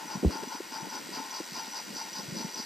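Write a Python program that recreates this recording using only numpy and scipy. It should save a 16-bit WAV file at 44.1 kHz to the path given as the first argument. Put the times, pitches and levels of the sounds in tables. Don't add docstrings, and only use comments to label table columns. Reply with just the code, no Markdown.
import sys
import numpy as np
from scipy import signal
from scipy.fft import rfft, irfft
from scipy.io import wavfile

SR = 44100
rng = np.random.default_rng(int(sys.argv[2]) if len(sys.argv) > 2 else 0)


def transcribe(signal):
    frames = np.atleast_2d(signal).T
    limited = np.clip(frames, -1, 1)
    pcm = np.round(limited * 32767).astype(np.int16)
    wavfile.write(sys.argv[1], SR, pcm)


N = 116865

TURN_S, TURN_START_S = .411, 0.2898
MOTOR_HZ = 88.73


def amp(db):
    return 10 ** (np.asarray(db) / 20)


def unit(x):
    return x / np.sqrt(np.mean(x ** 2) + 1e-20)


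def noise():
    return rng.standard_normal((2, N))


def at_hz(table, hz):
    f, value = np.transpose(table)
    return np.interp(np.log(hz + 1), np.log(f + 1), value)


def envelope(table, column=1):
    rows = np.array(table)
    return amp(np.interp(np.arange(N) / SR, rows[:, 0], rows[:, column]))


def drift(rate_hz):
    f = np.fft.rfftfreq(N, 1 / SR)
    return unit(irfft(rfft(rng.standard_normal(N)) * np.exp(-(f / rate_hz) ** 2), N))


def ports(hz):
    # (frequency [Hz], level [dB])
    balance = [(60, .4), (200, 0), (380, .5), (700, 5.3), (1290, 6.5), (1700, 3), (2380, .6), (4400, .5),
               (8120, .2), (15000, 0)]
    # (frequency [Hz], phase [rad])
    lead = [(0, 0), (70, -.15), (160, -.65), (270, -.7), (380, -.1), (600, .7), (900, .3), (1150, .7),
            (1700, -1), (2000, -.1), (3200, .35), (4000, 0), (5100, -.1), (5700, -.7), (6600, -.15),
            (7400, -.3), (8300, -1.25), (9900, -3.14), (11200, -4.1), (12400, -5.7), (13600, -6.9),
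            (15300, -9.3)]
    half = amp(at_hz(balance, hz) / 2) * np.exp(.5j * at_hz(lead, hz))
    return np.array([half, 1 / half])


def phasor(hz, cycles):
    return ports(hz)[:, None] * np.exp(2j * np.pi * cycles)


def colour(drive, spectrum):
    # (frequency [Hz], correlation [0..1])
    likeness = [(60, .9), (200, .65), (400, .5), (650, .6), (900, .85), (1220, .35), (1400, .65),
                (1600, .35), (1900, .87), (2400, .94), (3100, .87), (4500, .96), (5500, .88), (7000, .93),
                (8500, .84), (9900, .92), (11200, .8), (12800, .88), (14000, .7), (15000, .78)]
    hz = np.fft.rfftfreq(N, 1 / SR)
    a, b = rfft(drive)
    same = np.clip(at_hz(likeness, hz), 0, 1)
    pair = np.array([a, same * a + np.sqrt(1 - same ** 2) * b])
    return unit(irfft(pair * ports(hz) * amp(at_hz(spectrum, hz)), N))


def hiss():
    # (frequency [Hz], relative density [dB])
    spectrum = [(30, -26), (90, -33), (160, -15), (260, -1.5), (660, -7.5), (1170, -12.5), (1900, -4.5),
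                (3500, -13), (5900, -17), (8400, -11), (11000, -15), (12500, -20), (15000, -15.5)]
    return amp(-48) * colour(noise(), spectrum)


def clicks():
    # (time [s], level [dB])
    events = [(.308, -34), (0.434, -33.5), (1.409, -43), (2.309, -51)]
    # (frequency [Hz], relative density [dB])
    spectrum = [(200, -22), (500, 0), (1000, 6), (2200, -3), (3400, -3), (6000, -12), (8000, -10),
                (15000, -24)]
    t, decay_s = np.arange(N) / SR, 0.0023
    bursts = sum(amp(db) * (t >= at_s) * np.exp(-abs(t - at_s) / decay_s) for at_s, db in events)
    return bursts * colour(noise(), spectrum)


def rolling():
    # (frequency [Hz], relative density [dB])
    spectrum = [(30, -58), (80, -38), (125, -12), (180, -0.5), (300, 0), (450, -8), (620, -9.5), (900, -35),
                (2500, -62)]
    # (time [s], level [dB])
    levels = [(0, -52.5), (.06, -49), (.12, -54), (.17, -49), (.21, -50), (.29, -37), (.34, -49),
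              (.43, -45), (.49, -56), (.53, -59.5), (.68, -58.5), (.79, -54), (.84, -44), (.92, -51),
              (.98, -50), (1.06, -49.5), (1.13, -47.5), (1.2, -48.5), (1.27, -55), (1.37, -58), (1.45, -63),
              (1.57, -46.5), (1.63, -54), (1.72, -54.5), (1.82, -53), (1.93, -46.5), (2.0, -56.5),
              (2.11, -56.5), (2.2, -46), (2.25, -49), (2.3, -45.5), (2.38, -43.5), (2.47, -49), (2.52, -55),
              (2.65, -51)]
    return envelope(levels) * colour(noise() * amp(2.76 * drift(39)), spectrum)


def knocks():
    # (time [s], relative level [dB], pitch [Hz], swell time [s])
    bumps = [(0.05, -44, 270, 0.0053), (.151, -26.5, 198, 0.0043), (0.171, -29, 188, 0.0034),
             (0.229, -18.5, 250, 0.0029), (.233, -24, 374, 0.0035), (.246, -16, 395, .002),
             (0.2473, -14, 183, 0.0045), (.252, -14, 71, 0.01), (.258, -28, 321, 0.0043),
             (.272, -27, 197, 0.007), (0.277, -37, 426, 0.0051), (.298, -33.5, 280, 0.0039),
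             (.352, -30.5, 305, 0.0028), (.432, -31, 384, 0.0034), (.469, -35, 242, 0.0052),
             (.546, -35.5, 264, .004), (.601, -30.5, 357, 0.0036), (0.718, -39, 277, 0.0047),
             (0.822, -35, 178, 0.0053), (0.866, -35.5, 283, 0.0044), (.944, -40, 324, .003),
             (1.088, -37.5, 350, 0.0034), (1.169, -37, 270, .006), (1.195, -37, 270, .007),
             (1.399, -31, 324, 0.0052), (1.401, -41, 200, .005), (1.515, -41.5, 178, 0.0061),
             (1.674, -41.5, 224, 0.0061), (1.899, -39, 212, 0.0069), (1.961, -37, 283, 0.0023),
             (2.171, -38.5, 258, 0.003), (2.278, -35.5, 146, .006), (2.32, -31, 176.5, 0.0058),
             (2.362, -33, 201, 0.0079), (2.396, -34.5, 260, 0.0041), (2.444, -26, 200, 0.0044),
             (2.594, -34.5, 232, 0.0044)]
    # (frequency [multiple of pitch], relative level [dB])
    modes = [(0.999, 0.5), (1.55, -9.5), (2.4, -25)]
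    gain_db, scuff_db = 1, -22.5
    out, t = np.zeros((2, N)), np.arange(SR // 8) / SR
    for start_s, db, hz, swell_s in bumps:
        shape = (t / swell_s * np.exp(1 - t / swell_s)) ** 2
        ring = sum(amp(mode_db) * phasor(hz * k, hz * k * t).imag for k, mode_db in modes)
        white = rng.standard_normal((2, len(t)))
        scuff = amp(scuff_db) * unit(signal.lfilter(*signal.butter(3, 2.0 * hz, fs=SR), white))
        knock = signal.lfilter(*signal.butter(3, 0.66 * hz, "high", fs=SR), shape * (ring + scuff))
        part = out[:, round(start_s * SR):][:, :len(t)]
        part += amp(db + gain_db) * knock[:, :part.shape[1]]
    return out


def shaft_revolutions():
    sag_depth, sag_at_s = 0.01608, .09
    sag = sag_depth * np.cos(4 * np.pi * (np.arange(N) / SR - TURN_START_S - sag_at_s) / TURN_S)
    return np.cumsum(MOTOR_HZ * (1 - sag + 0.004033 * drift(11.5))) / SR


def motor(revolutions, ticks):
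    # (frequency [multiple of motor speed], relative level [dB])
    orders = [(14, -17.5), (16, -4), (17, -8.5), (21, -2), (24, -7), (27, -8), (32, -4.5), (37, -9),
              (44, -4.5), (81, -18.5), (93, -7), (94, -10.5)]
    # (frequency [Hz], relative density [dB])
    spectrum = [(300, -33), (1200, -3), (2000, 4), (2900, 4.5), (3400, 3.5), (4700, 6.5), (5500, 4.5),
                (6500, 3), (7200, 4), (7800, 3), (8300, 5.5), (9000, -8), (10900, 0.5), (12200, -6.5),
                (15000, -5)]
    # (time [s], gain [dB])
    levels = [(0, -1.5), (.45, -1.5), (.8, -2), (1.1, 1), (1.5, 1), (1.9, 0.5), (2.4, 0.5), (2.65, -0.5)]
    fizz_db, shaft_db, tick_floor = -49, -58.5, 0.38
    shaft = sum(amp(db) * phasor(k * MOTOR_HZ, k * revolutions + rng.random()).real for k, db in orders)
    fizz = colour(noise() * (tick_floor + ticks), spectrum)
    return envelope(levels) * (amp(fizz_db) * fizz + amp(shaft_db) * np.sqrt(2) * shaft)


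def gear_tones(lines, wander, flutter, flutter_hz):
    out = np.zeros((2, N))
    for hz, db in lines:
        cycles = np.cumsum(hz * (1 + wander * drift(40.6))) / SR + rng.random()
        out += amp(db) * (1 + flutter * drift(flutter_hz)) * phasor(hz, cycles).real
    return out * np.sqrt(2)


def gears(ticks):
    # (time [s], hum [dB], chatter [dB], rasp [dB], whine [dB], churn [dB])
    turn = [(0, -30, -16, -10.5, -23, -19), (0.024, -11, -4.5, -4, -0.5, -7), (.04, -5, -3, 0, -14, -9.5),
            (.06, -11, 1.5, -1.5, -7, -1), (0.081, 2.5, -2.5, -4.5, -1, 0.5), (.1, -4, -7, -8.5, -7, -10),
            (.115, -2, -9.5, -10, -2, -7), (.136, -10, -4.5, -11.5, -13, -11),
            (0.154, -3.5, -7, -10, -6, -11), (.186, -30, -12, -12, -13, -14), (.2, -17, -11, -8, 4.5, -3.5),
            (.213, -8, -7, -9, -5, -1.5), (.236, -2, -1.5, -0.5, -11, -2.5),
            (0.255, -12.5, -4, -1, -5.5, 1.5), (0.279, -7.5, -4.5, -6.5, -2.5, 0.5),
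            (.312, -26, -12.5, -12.5, -13, -18), (.37, -22, -9.5, -12, -12, -19)]
    # (time [s], low sounds' gain [dB], high sounds' gain [dB])
    nearness = [(0, 2, -3), (.37, 2, -2.5), (.75, 0.5, -2.5), (1.18, 1.5, -0.5), (1.4, 0, -0.5),
                (1.6, -0.5, 0.5), (2, -2.5, 1), (2.65, -3.5, 1.5)]
    # (frequency [Hz], relative level [dB])
    mesh_lines = [(892.4, -1), (820, -10.5), (1422, -23)]
    # (frequency [Hz], relative level [dB])
    churn_lines = [(987, -6.5), (1047.5, -4.5), (970, -6.5), (859.4, -2.5), (1449, -9.5)]
    # (frequency [Hz], relative level [dB])
    whine_lines = [(5750, 0.5), (5877, 0), (5970, -4), (5900, -4)]
    # (frequency [Hz], relative level [dB])
    shell_lines = [(4668, -0.5), (4817, -5.5), (4905, -3), (5002, -1), (5630, -15), (5960, -3.5),
                   (6045, -7.5)]
    # (frequency [Hz], relative density [dB])
    chatter_spectrum = [(100, -48), (600, -9.5), (760, -5.5), (850, -4), (930, 0), (1040, 0.5),
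                        (1085, -0.5), (1140, -16), (1300, -7.5), (1450, -2.5), (1650, -11), (1900, -13.5),
                        (2200, -15.5), (3200, -16), (6000, -56)]
    # (frequency [Hz], relative density [dB])
    rasp_spectrum = [(1000, -54), (3400, -17.5), (3900, -9), (4250, -4.5), (4680, -1), (5020, 0.5),
                     (5330, -6), (5600, -0.5), (5850, -0.5), (6250, -11), (8000, -25), (16000, -23)]
    hum_db, churn_db, chatter_db = -42, -49.5, -42.5
    whine_db, shell_db, rasp_db = -51, -50, -41.5

    times_s, *gains_db = np.transpose(turn)
    t = np.arange(N) / SR - TURN_START_S
    hum, chatter, rasp, whine, churn = (amp(np.interp(t, times_s, db, period=TURN_S)) for db in gains_db)

    low = amp(hum_db) * hum * gear_tones(mesh_lines, wander=.002, flutter=0.11, flutter_hz=70)
    low += amp(churn_db) * churn * gear_tones(churn_lines, wander=.011, flutter=0.33, flutter_hz=80)
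    chatter_drive = noise() * amp(0.95 * drift(210))
    low += amp(chatter_db) * chatter * colour(chatter_drive, chatter_spectrum)

    high = amp(whine_db) * whine * gear_tones(whine_lines, wander=0.00213, flutter=0.5, flutter_hz=149)
    high += amp(shell_db) * rasp * gear_tones(shell_lines, wander=0.00493, flutter=0.52, flutter_hz=120)
    rasp_drive = noise() * (1 + 0.15 * ticks) * amp(2.0 * drift(330))
    high += amp(rasp_db) * rasp * colour(rasp_drive, rasp_spectrum)
    return low * envelope(nearness) + high * envelope(nearness, column=2)


def scene():
    revolutions, tick_decay_rev = shaft_revolutions(), 0.11
    ticks = np.exp(-(revolutions % 1) / tick_decay_rev)
    return gears(ticks) + motor(revolutions, ticks) + rolling() + knocks() + clicks() + hiss()


def record(dry):
    low_cut_hz, high_cut_hz = 35, 15250
    thinned = signal.sosfilt(signal.butter(2, low_cut_hz, "high", fs=SR, output="sos"), dry)
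    lowpass = signal.firwin(511, high_cut_hz, window=("kaiser", 9), fs=SR)
    return signal.oaconvolve(thinned, lowpass[None], "same")


dry = scene()
out = record(dry)
transcribe(out)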